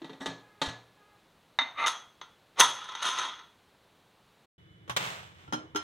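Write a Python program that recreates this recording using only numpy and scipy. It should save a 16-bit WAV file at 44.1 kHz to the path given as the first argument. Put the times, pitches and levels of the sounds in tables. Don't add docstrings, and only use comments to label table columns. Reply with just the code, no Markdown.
import sys
import numpy as np
from scipy import signal
from scipy.io import wavfile
from scipy.ndimage import uniform_filter1d, map_coordinates

SR = 44100
rng = np.random.default_rng(int(sys.argv[2]) if len(sys.argv) > 2 else 0)


def to_wav(s):
    ch = np.atleast_2d(s).T
    pcm = np.round(np.clip(ch, -1, 1) * 32767)
    wavfile.write(sys.argv[1], SR, pcm.astype(np.int16))


N = 257086
TAPS = 4096
TIME, HZ = np.arange(N) / SR, np.fft.rfftfreq(TAPS, 1 / SR)
RING_TIME = TIME[:SR]

# (centre [Hz], width [Hz], relative gain [dB])
FITTING_CLUSTERS = [(2530, 260, 1), (3830, 140, 2.5), (4440, 310, -1.5), (5900, 200, -5), (6250, 320, 8.5),
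                    (7860, 1100, -2.5), (9600, 430, 9.5), (13200, 180, 10.5), (14440, 200, 5.5)]
# (frequency [Hz], relative level [dB])
RIM_SPECTRUM = [(47, -48), (80, -12.5), (307, -10), (678, -10.5), (1130, -7), (1370, -11), (1530, -11),
                (2660, -20), (3170, -12.5), (4610, -28.5), (6280, -23), (7330, -30.5), (15500, -40)]
# (frequency [Hz], relative level [dB], t60 [s])
RIM_CLEAR_MODES = [(307, -1.5, 0.27), (777, 1.5, 0.12), (906, 8, 0.074), (1373, 11, 0.22),
                   (3070, -2.5, 0.27), (3250, -4.5, 0.22), (4150, -7, 0.25), (5230, -0.5, 0.21),
                   (6300, 0.5, 0.16)]


def amp(db):
    return 10 ** (np.asarray(db) / 20)


def evened(x):
    return x / np.sqrt(np.mean(x ** 2) + 1e-20)


def read(points, hz=HZ):
    f, value = np.transpose(points)
    return np.interp(np.log(hz + 1), np.log(f + 1), value)


def humps(rows):
    return sum(db * np.exp(-((HZ - hz) / width_hz) ** 2) for hz, width_hz, db in rows)


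def add(mix, s, sound):
    start = round(s * SR)
    sound = sound[max(-start, 0):]
    part = mix[max(start, 0):][:len(sound)]
    part += sound[:len(part)]


def tint(x, db):
    log_gain = np.log(amp(np.maximum(db, db.max() - 100)))
    mirrored = np.r_[log_gain, log_gain[-2:0:-1]]
    response = np.fft.ifft(np.exp(signal.hilbert(mirrored).conj())).real
    return signal.fftconvolve(x, response[:TAPS // 2])[:len(x)]


def drift(hz):
    lowpass = signal.butter(2, hz, fs=SR, output="sos")
    return evened(signal.sosfilt(lowpass, rng.standard_normal(N)))


def swell(start_s, rise_s, hold_s, release_s):
    edge_db, bend = 39, 1.276
    before = np.maximum(1 - (TIME - start_s) / rise_s, 0)
    after = np.maximum((TIME - start_s - rise_s - hold_s) / release_s, 0)
    return amp(-edge_db * np.minimum(before + after, 10) ** bend)


def ring(body_db, modes, mode_db, crack_t60, room_db):
    # (frequency [Hz], t60 [s])
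    room_t60 = [(100, 0.31), (400, 0.52), (1200, 0.45), (3500, 0.36), (7000, 0.37), (15000, 0.042)]
    detune = 0.004
    t = RING_TIME
    hz, frame_s, z = signal.stft(rng.choice([-1., 1.], len(t)), SR, nperseg=256)
    fading = z * amp(-60 * frame_s / read(room_t60, hz)[:, None])
    tail = signal.istft(fading, SR, nperseg=256)[1][:len(t)]
    crack = rng.choice([-1., 1.], len(t)) * amp(-60 * t / crack_t60)
    dense = tint(crack + amp(room_db) * tail * (1 - np.exp(-t / 0.0025)), body_db)
    sizes = rng.choice([-1, 1], len(modes)) * amp(1.2 * rng.standard_normal(len(modes)))
    pairs = 1 + detune * rng.standard_normal((len(modes), 2, 1))
    clear = np.zeros(len(t))
    for size, pair, (f, db, t60) in zip(sizes, pairs, modes):
        clear += size * amp(db - 60 * t / t60) * np.sin(2 * np.pi * f * pair * t).sum(0)
    return evened(evened(dense) + amp(mode_db) * evened(clear))


def touch(thump_db, hard_db, bass_hz=480, treble_hz=5000, lowest_hz=90):
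    bass = HZ ** 2 / (HZ ** 2 + lowest_hz ** 2) / (1 + (HZ / bass_hz) ** 4)
    return thump_db * bass + hard_db / (1 + (treble_hz / (HZ + 1)) ** 4)


def blows(rows, part, gain_db, firm_db, hard_db):
    dulling = 1.06
    out = np.zeros(N)
    for s, db, thump_db in rows:
        treble_db = hard_db - dulling * max(firm_db - db, 0)
        add(out, s, amp(db + gain_db) * tint(part(), touch(thump_db, treble_db)))
    return out


def rub(strokes, part, density_per_s, spread_db, tilt_db, chatter_db, chatter_hz=60, points=4):
    dulling = 0.63
    circling_hz = 5
    sway_s, sway_hz = 0.00018, 7
    force = sum(amp(db) * swell(*shape) for *shape, db, _ in strokes)
    bite = sum(amp(db + hard_db) * swell(*shape) ** (1 + dulling) for *shape, db, hard_db in strokes)
    highpass = signal.butter(2, 5000, "high", fs=SR, output="sos")
    chatter, out = chatter_db * drift(chatter_hz), np.zeros(N)
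    for point in range(points):
        nearness = (1 + np.cos(2 * np.pi * (circling_hz * TIME + point / points))) ** 2
        sizes = rng.choice([-1, 1], N) * amp(chatter + spread_db * rng.random(N))
        contacts = evened((rng.random(N) < nearness * density_per_s / points / SR) * sizes)
        treble = signal.sosfiltfilt(highpass, contacts)
        pressed = (contacts - treble) * force + treble * bite
        out += signal.fftconvolve(pressed, part())[:N] / np.sqrt(points * SR)
    swayed = map_coordinates(out, [(TIME + sway_s * drift(sway_hz)) * SR], order=3)
    return tint(swayed, tilt_db / (1 + (2600 / (HZ + 1)) ** 6))


def metal(x, ripple_db):
    comb = evened(uniform_filter1d(rng.standard_normal(len(HZ)), size=7))
    return tint(x, ripple_db * (np.clip(comb, -2, 2) - .5) / (1 + (3500 / (HZ + 1)) ** 4))


def weight_ring():
    # (frequency [Hz], relative level [dB])
    spectrum = [(60, -51.5), (170, -30), (260, -23.5), (450, -17.5), (660, -16.5), (950, -6.5),
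                (1130, -6.5), (1370, -4), (1600, -11), (1970, -9.5), (2300, -17), (3500, -7), (4700, -18.5),
                (6400, -15), (7500, -22.5), (9700, -31), (15500, -50)]
    # (frequency [Hz], relative level [dB], t60 [s])
    modes = [(923, -1, 0.23), (1025, 1, 0.24), (1235, -3, .28), (1298, 1, 0.28), (1390, -3, 0.31),
             (1975, -3, 0.24), (3060, -5, .28), (3275, -1, .42), (3385, -2, 0.5), (3451, -5, .36),
             (3630, 0, .25), (3822, -6, .27), (4205, -9, .28), (4447, -13, .28), (5380, -15, .3),
             (6366, -7, 0.34), (8113, -24, 0.3), (9690, -22, .38), (12510, -28, .38)]
    body_db = read(spectrum) + 1.3 * humps(FITTING_CLUSTERS)
    return ring(body_db, modes, mode_db=-3.5, crack_t60=0.04, room_db=-15.5)


def clinks(gain_db=-17.0, thump_db=-4):
    # (time [s], relative level [dB], treble hardness [dB])
    clink_rows = [(1.862, -27.5, -6), (1.869, -26.5, 5.5), (1.88, -28, 3), (2.214, -40.5, -21),
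                  (2.579, -47, -31), (2.597, -20, 7.5), (2.602, -18.5, 15.5), (2.609, -14, -8),
                  (2.842, -50.5, 8), (2.889, -40.5, -18), (2.920, -42.5, -16), (2.951, -36, -13),
                  (3.026, -32.5, 2), (3.045, -34, -8), (3.186, -33, 0), (3.25, -43, -15),
                  (3.392, -48.5, -22)]
    out = np.zeros(N)
    for s, db, hard_db in clink_rows:
        add(out, s, amp(db + gain_db) * tint(weight_ring(), touch(thump_db, hard_db, treble_hz=7050)))
    return out


def spin():
    # (start [s], rise [s], hold [s], release [s], relative level [dB], treble hardness [dB])
    turns = [(2.62, 0.06, 0.035, 0.17, -46, 9.5), (2.73, 0.042, 0.28, 0.29, -44.5, -13.5),
             (2.974, 0.058, 0.05, 0.38, -32, -0.5), (3.11, 0.071, 0.018, 0.3, -34.5, -7.5)]
    return rub(turns, weight_ring, density_per_s=1100, spread_db=10, tilt_db=1, chatter_db=1.6, points=6)


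def catch():
    # (start [s], rise [s], hold [s], release [s], relative level [dB], treble hardness [dB])
    stroke = [(2.558, 0.044, 0.0032, 0.02, -18.5, 6.5)]
    return rub(stroke, weight_ring, density_per_s=6300, spread_db=6, tilt_db=-2.0, chatter_db=1.5, points=2)


def vent_ring():
    # (frequency [Hz], relative level [dB])
    spectrum = [(100, -71), (270, -15), (370, -28.5), (640, -13.5), (920, -9.5), (1620, -11.5), (2090, -8),
                (2350, -16.5), (3100, -18), (3680, -5.5), (4700, -28.5), (6300, -26.5), (7400, -37),
                (15500, -72)]
    # (frequency [Hz], relative level [dB], t60 [s])
    modes = [(919, 1.5, 0.23), (1186, -7, 0.17), (1360, -0.5, 0.14), (1950, -3.5, 0.15), (2060, 3.5, 0.23),
             (3680, 6.5, 0.23), (4400, -5.5, 0.26), (6440, -14, 0.24)]
    body_db = read(spectrum) + 1.7 * humps(FITTING_CLUSTERS)
    return ring(body_db, modes, mode_db=-0.5, crack_t60=.024, room_db=-17)


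def vent_taps():
    # (time [s], relative level [dB], bass thump [dB])
    tap_rows = [(1.588, -19.5, -15), (1.592, -25.5, -15.5), (1.616, -30.5, 7), (1.825, -44, -5),
                (1.841, -32, -19)]
    return blows(tap_rows, vent_ring, gain_db=-18.5, firm_db=-35, hard_db=-9)


def slide():
    # (start [s], rise [s], hold [s], release [s], relative level [dB], treble hardness [dB])
    stroke = [(1.738, 0.0525, 0.058, 0.016, -30.5, 3.5)]
    # (centre [Hz], width [Hz], gain [dB])
    bore = [(1240, 160, 12), (2650, 610, 11)]
    rubbing = rub(stroke, vent_ring, density_per_s=2400, spread_db=10.0, tilt_db=-9.0, chatter_db=0.5)
    return tint(rubbing, humps(bore))


def lid_ring():
    # (frequency [Hz], relative level [dB])
    spectrum = [(50, -56), (170, -7.5), (220, -19), (270, -15.5), (480, -12), (800, -10), (1400, -14),
                (1850, -16), (2300, -18), (2850, -17.5), (3550, -9.5), (4150, -12), (5000, -24),
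                (6400, -22.5), (15500, -51.5)]
    # (frequency [Hz], relative level [dB], t60 [s])
    modes = [(273.8, 6.5, 0.35), (885, 11.5, 0.2), (1210, 2, 0.33), (1234, 2.5, 0.32), (1704, 5, 0.51),
             (1940, 9.5, 0.2), (3210, 4, 0.37), (3650, 13.5, 0.077), (3860, 9, 0.11), (4250, 4.5, 0.19)]
    body_db = read(spectrum) + 0.34 * humps(FITTING_CLUSTERS)
    return ring(body_db, modes, mode_db=-3.0, crack_t60=0.076, room_db=-8.5)


def lid_knocks():
    # (time [s], relative level [dB], bass thump [dB])
    knock_rows = [(0.018, -42.5, 15), (0.044, -38.5, 11.5), (0.095, -41, 13), (0.131, -42.5, 10),
                  (0.208, -39.5, 11), (0.259, -25, 9.5), (0.616, -22, 4), (0.619, -22.5, -14),
                  (0.660, -29.5, -19), (0.688, -33.5, 6.5)]
    return blows(knock_rows, lid_ring, gain_db=-23.5, firm_db=-32.5, hard_db=1.0)


def scuff():
    # (start [s], rise [s], hold [s], release [s], relative level [dB], treble hardness [dB])
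    stroke = [(0.196, 0.0077, 0.067, .015, -42.5, 21.8)]
    return rub(stroke, lid_ring, density_per_s=800, spread_db=24.0, tilt_db=-21.0, chatter_db=0.5, points=2)


def rim_ring():
    return ring(read(RIM_SPECTRUM), RIM_CLEAR_MODES, mode_db=3, crack_t60=0.085, room_db=-10.5)


def rim_clacks():
    # (time [s], relative level [dB], bass thump [dB])
    clack_rows = [(5.478, -54, 10), (5.525, -35.5, 6.5), (5.533, -35, 5.5), (5.748, -42, 9.5),
                  (5.759, -30, -36)]
    return blows(clack_rows, rim_ring, gain_db=-13.0, firm_db=-34.0, hard_db=1.5)


def lug_ring():
    return ring(read(RIM_SPECTRUM), RIM_CLEAR_MODES, mode_db=-26, crack_t60=0.14, room_db=-35)


def lug_clicks():
    # (time [s], relative level [dB], bass thump [dB])
    click_rows = [(4.878, -54.5, 12), (4.896, -34.5, -10.5)]
    return blows(click_rows, lug_ring, gain_db=-13.5, firm_db=-70, hard_db=-1.0)


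def ticks(per_s):
    return evened((rng.random(N) < per_s / SR) * rng.uniform(-1.1, 1, N))


def steam(bright_db=-31, spits_per_s=900, spit_db=-3):
    # (start [s], rise [s], hold [s], release [s], level [dB])
    puffs = [(4.963, 0.0016, 0.0077, 0.021, -26), (4.964, 0.015, 0.064, 0.42, -35.5),
             (5.312, 0.089, 0.029, 0.3, -59.5)]
    # (frequency [Hz], relative level [dB])
    spectrum = [(47, -48), (80, -33), (114, -5.5), (185, -6.5), (220, -19.5), (498, -9), (1150, -6.5),
                (3600, -11), (4600, -20), (8200, -23.5), (9800, -35.5), (15500, -35)]
    flow = sum(amp(db) * swell(*shape) for *shape, db in puffs)
    spitting = rng.standard_normal(N) + amp(spit_db) * ticks(spits_per_s)
    jet = flow * evened(tint(spitting, read(spectrum)))
    treble = signal.sosfilt(signal.butter(1, 7000, "high", fs=SR, output="sos"), jet)
    return jet + treble * flow / amp(bright_db)


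def thud(modes, attack_s=0.0014):
    t = RING_TIME
    tones = sum(amp(db - 60 * t / t60) * np.sin(2 * np.pi * hz * t) for hz, db, t60 in modes)
    return (1 - np.exp(-t / attack_s)) ** 2 * tones


def thuds():
    # (time [s], level [dB])
    rocks = [(0.273, -45.5), (0.671, -40), (2.601, -46.5), (4.893, -38.5), (5.480, -42.5)]
    # (frequency [Hz], relative level [dB], t60 [s])
    stand_modes = [(80, 3, 0.08), (118, -4.5, 0.57)]
    # (time [s], level [dB], pitch [Hz], overtone relative level [dB])
    drums = [(0.016, -36, 333, -10), (0.094, -46, 330, 7), (0.212, -36.5, 272, -14),
             (5.527, -32.5, 240, -19), (5.639, -43.5, 315, -15), (5.748, -29.5, 309, 1)]
    drum_t60, overtone_ratio, overtone_t60 = 0.18, 1.31, 0.13
    # (frequency [Hz], level [dB], t60 [s])
    bump_modes = [(76.6, -31, 0.07)]
    # (frequency [Hz], level [dB], t60 [s])
    seat_modes = [(170, -49, 0.36), (949, -14, 0.16), (1010, -20, 0.17)]
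    bump_s, seat_s = 0.675, 2.606
    out = np.zeros(N)
    for s, db in rocks:
        add(out, s, amp(db) * thud(stand_modes, attack_s=0.0044))
    for s, db, hz, overtone_db in drums:
        dome_modes = [(hz, 0, drum_t60), (hz * overtone_ratio, overtone_db, overtone_t60)]
        add(out, s, amp(db) * thud(dome_modes))
    add(out, bump_s, thud(bump_modes))
    add(out, seat_s, thud(seat_modes))
    return out


def horn(hz=417, waver=0.0091):
    partials_db = [-7, -1, -0.5, 0.5, -9, -10]
    # (start [s], hold [s], level [dB])
    honks = [(0.305, 0.18, -65), (0.858, 0.17, -65.5)]
    rise_s, release_s = 0.13, 0.13
    cycles = np.cumsum(hz * (1 + waver * drift(23.0))) / SR
    tone = np.zeros(N)
    for harmonic, db in enumerate(partials_db, 1):
        tone += amp(db + 3.5 * drift(16)) * np.sin(2 * np.pi * harmonic * cycles)
    gain = sum(amp(db) * swell(s, rise_s, hold_s, release_s) for s, hold_s, db in honks)
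    return gain * evened(tone)


def whine(waver=0.00703, flutter_db=-1.0):
    # (frequency [Hz], level [dB])
    tones = [(2990, -68), (3420, -75)]
    out = np.zeros(N)
    for hz, db in tones:
        cycles = np.cumsum(hz * (1 + waver * drift(44.4))) / SR
        out += amp(db + flutter_db * drift(25)) * np.sin(2 * np.pi * cycles)
    return out


def hiss(spectrum, level_db):
    return amp(level_db) * evened(tint(rng.standard_normal(N), read(spectrum)))


def fitting():
    # (frequency [Hz], relative level [dB])
    early_air = [(15, -32), (25, -11), (173, -2.5), (227, -6.5), (368, -5.5), (469, -6), (1020, -8),
                 (2120, -14), (4040, -14.5), (5010, -22.5), (15500, -31)]
    contacts = lid_knocks() + vent_taps() + clinks() + scuff() + slide() + catch() + spin()
    return metal(contacts, ripple_db=4.0) + horn() + hiss(early_air, level_db=-64.5)


def opening():
    # (frequency [Hz], relative level [dB])
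    late_background = [(25, -47), (92, -4), (175, -8), (240, -26), (320, -15.5), (700, -29.5), (2200, -25.5),
                       (2600, -35.5), (3800, -32), (4300, -43), (15500, -56)]
    contacts = metal(lug_clicks() + rim_clacks(), ripple_db=1.0)
    return contacts + steam() + whine() + hiss(late_background, level_db=-57.5)


def two_ports(direct, diffuse, lag_s=0.0002, balance_db=-0.7):
    # (frequency [Hz], share [0-1])
    likeness = [(100, 1), (500, 0.67), (1500, 0.49), (5000, 0.036)]
    same = np.clip(read(likeness), .05, .97)
    right = tint(direct, 20 * np.log10(same)) + tint(diffuse, 10 * np.log10(1 - same ** 2))
    return np.array([direct * amp(balance_db), np.roll(right, round(lag_s * SR)) * amp(-balance_db)])


def scene():
    # (start [s], end [s])
    pause_start_s, pause_end_s = (4.46, 4.58)
    before = np.clip((pause_start_s - TIME) / .01, 0, 1)
    after = np.clip((TIME - pause_end_s) / .002, 0, 1)
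    return before * fitting() + after * two_ports(opening(), opening()) + thuds()


def record(dry):
    edge_hz = 16000
    rounded = dry / (1 + (dry / .88) ** 6) ** (1 / 6)
    lowpass = signal.firwin(301, edge_hz, window=("kaiser", 9), fs=SR)
    return signal.oaconvolve(rounded, lowpass[None], "same", axes=1)


dry = scene()
out = record(dry)
to_wav(out)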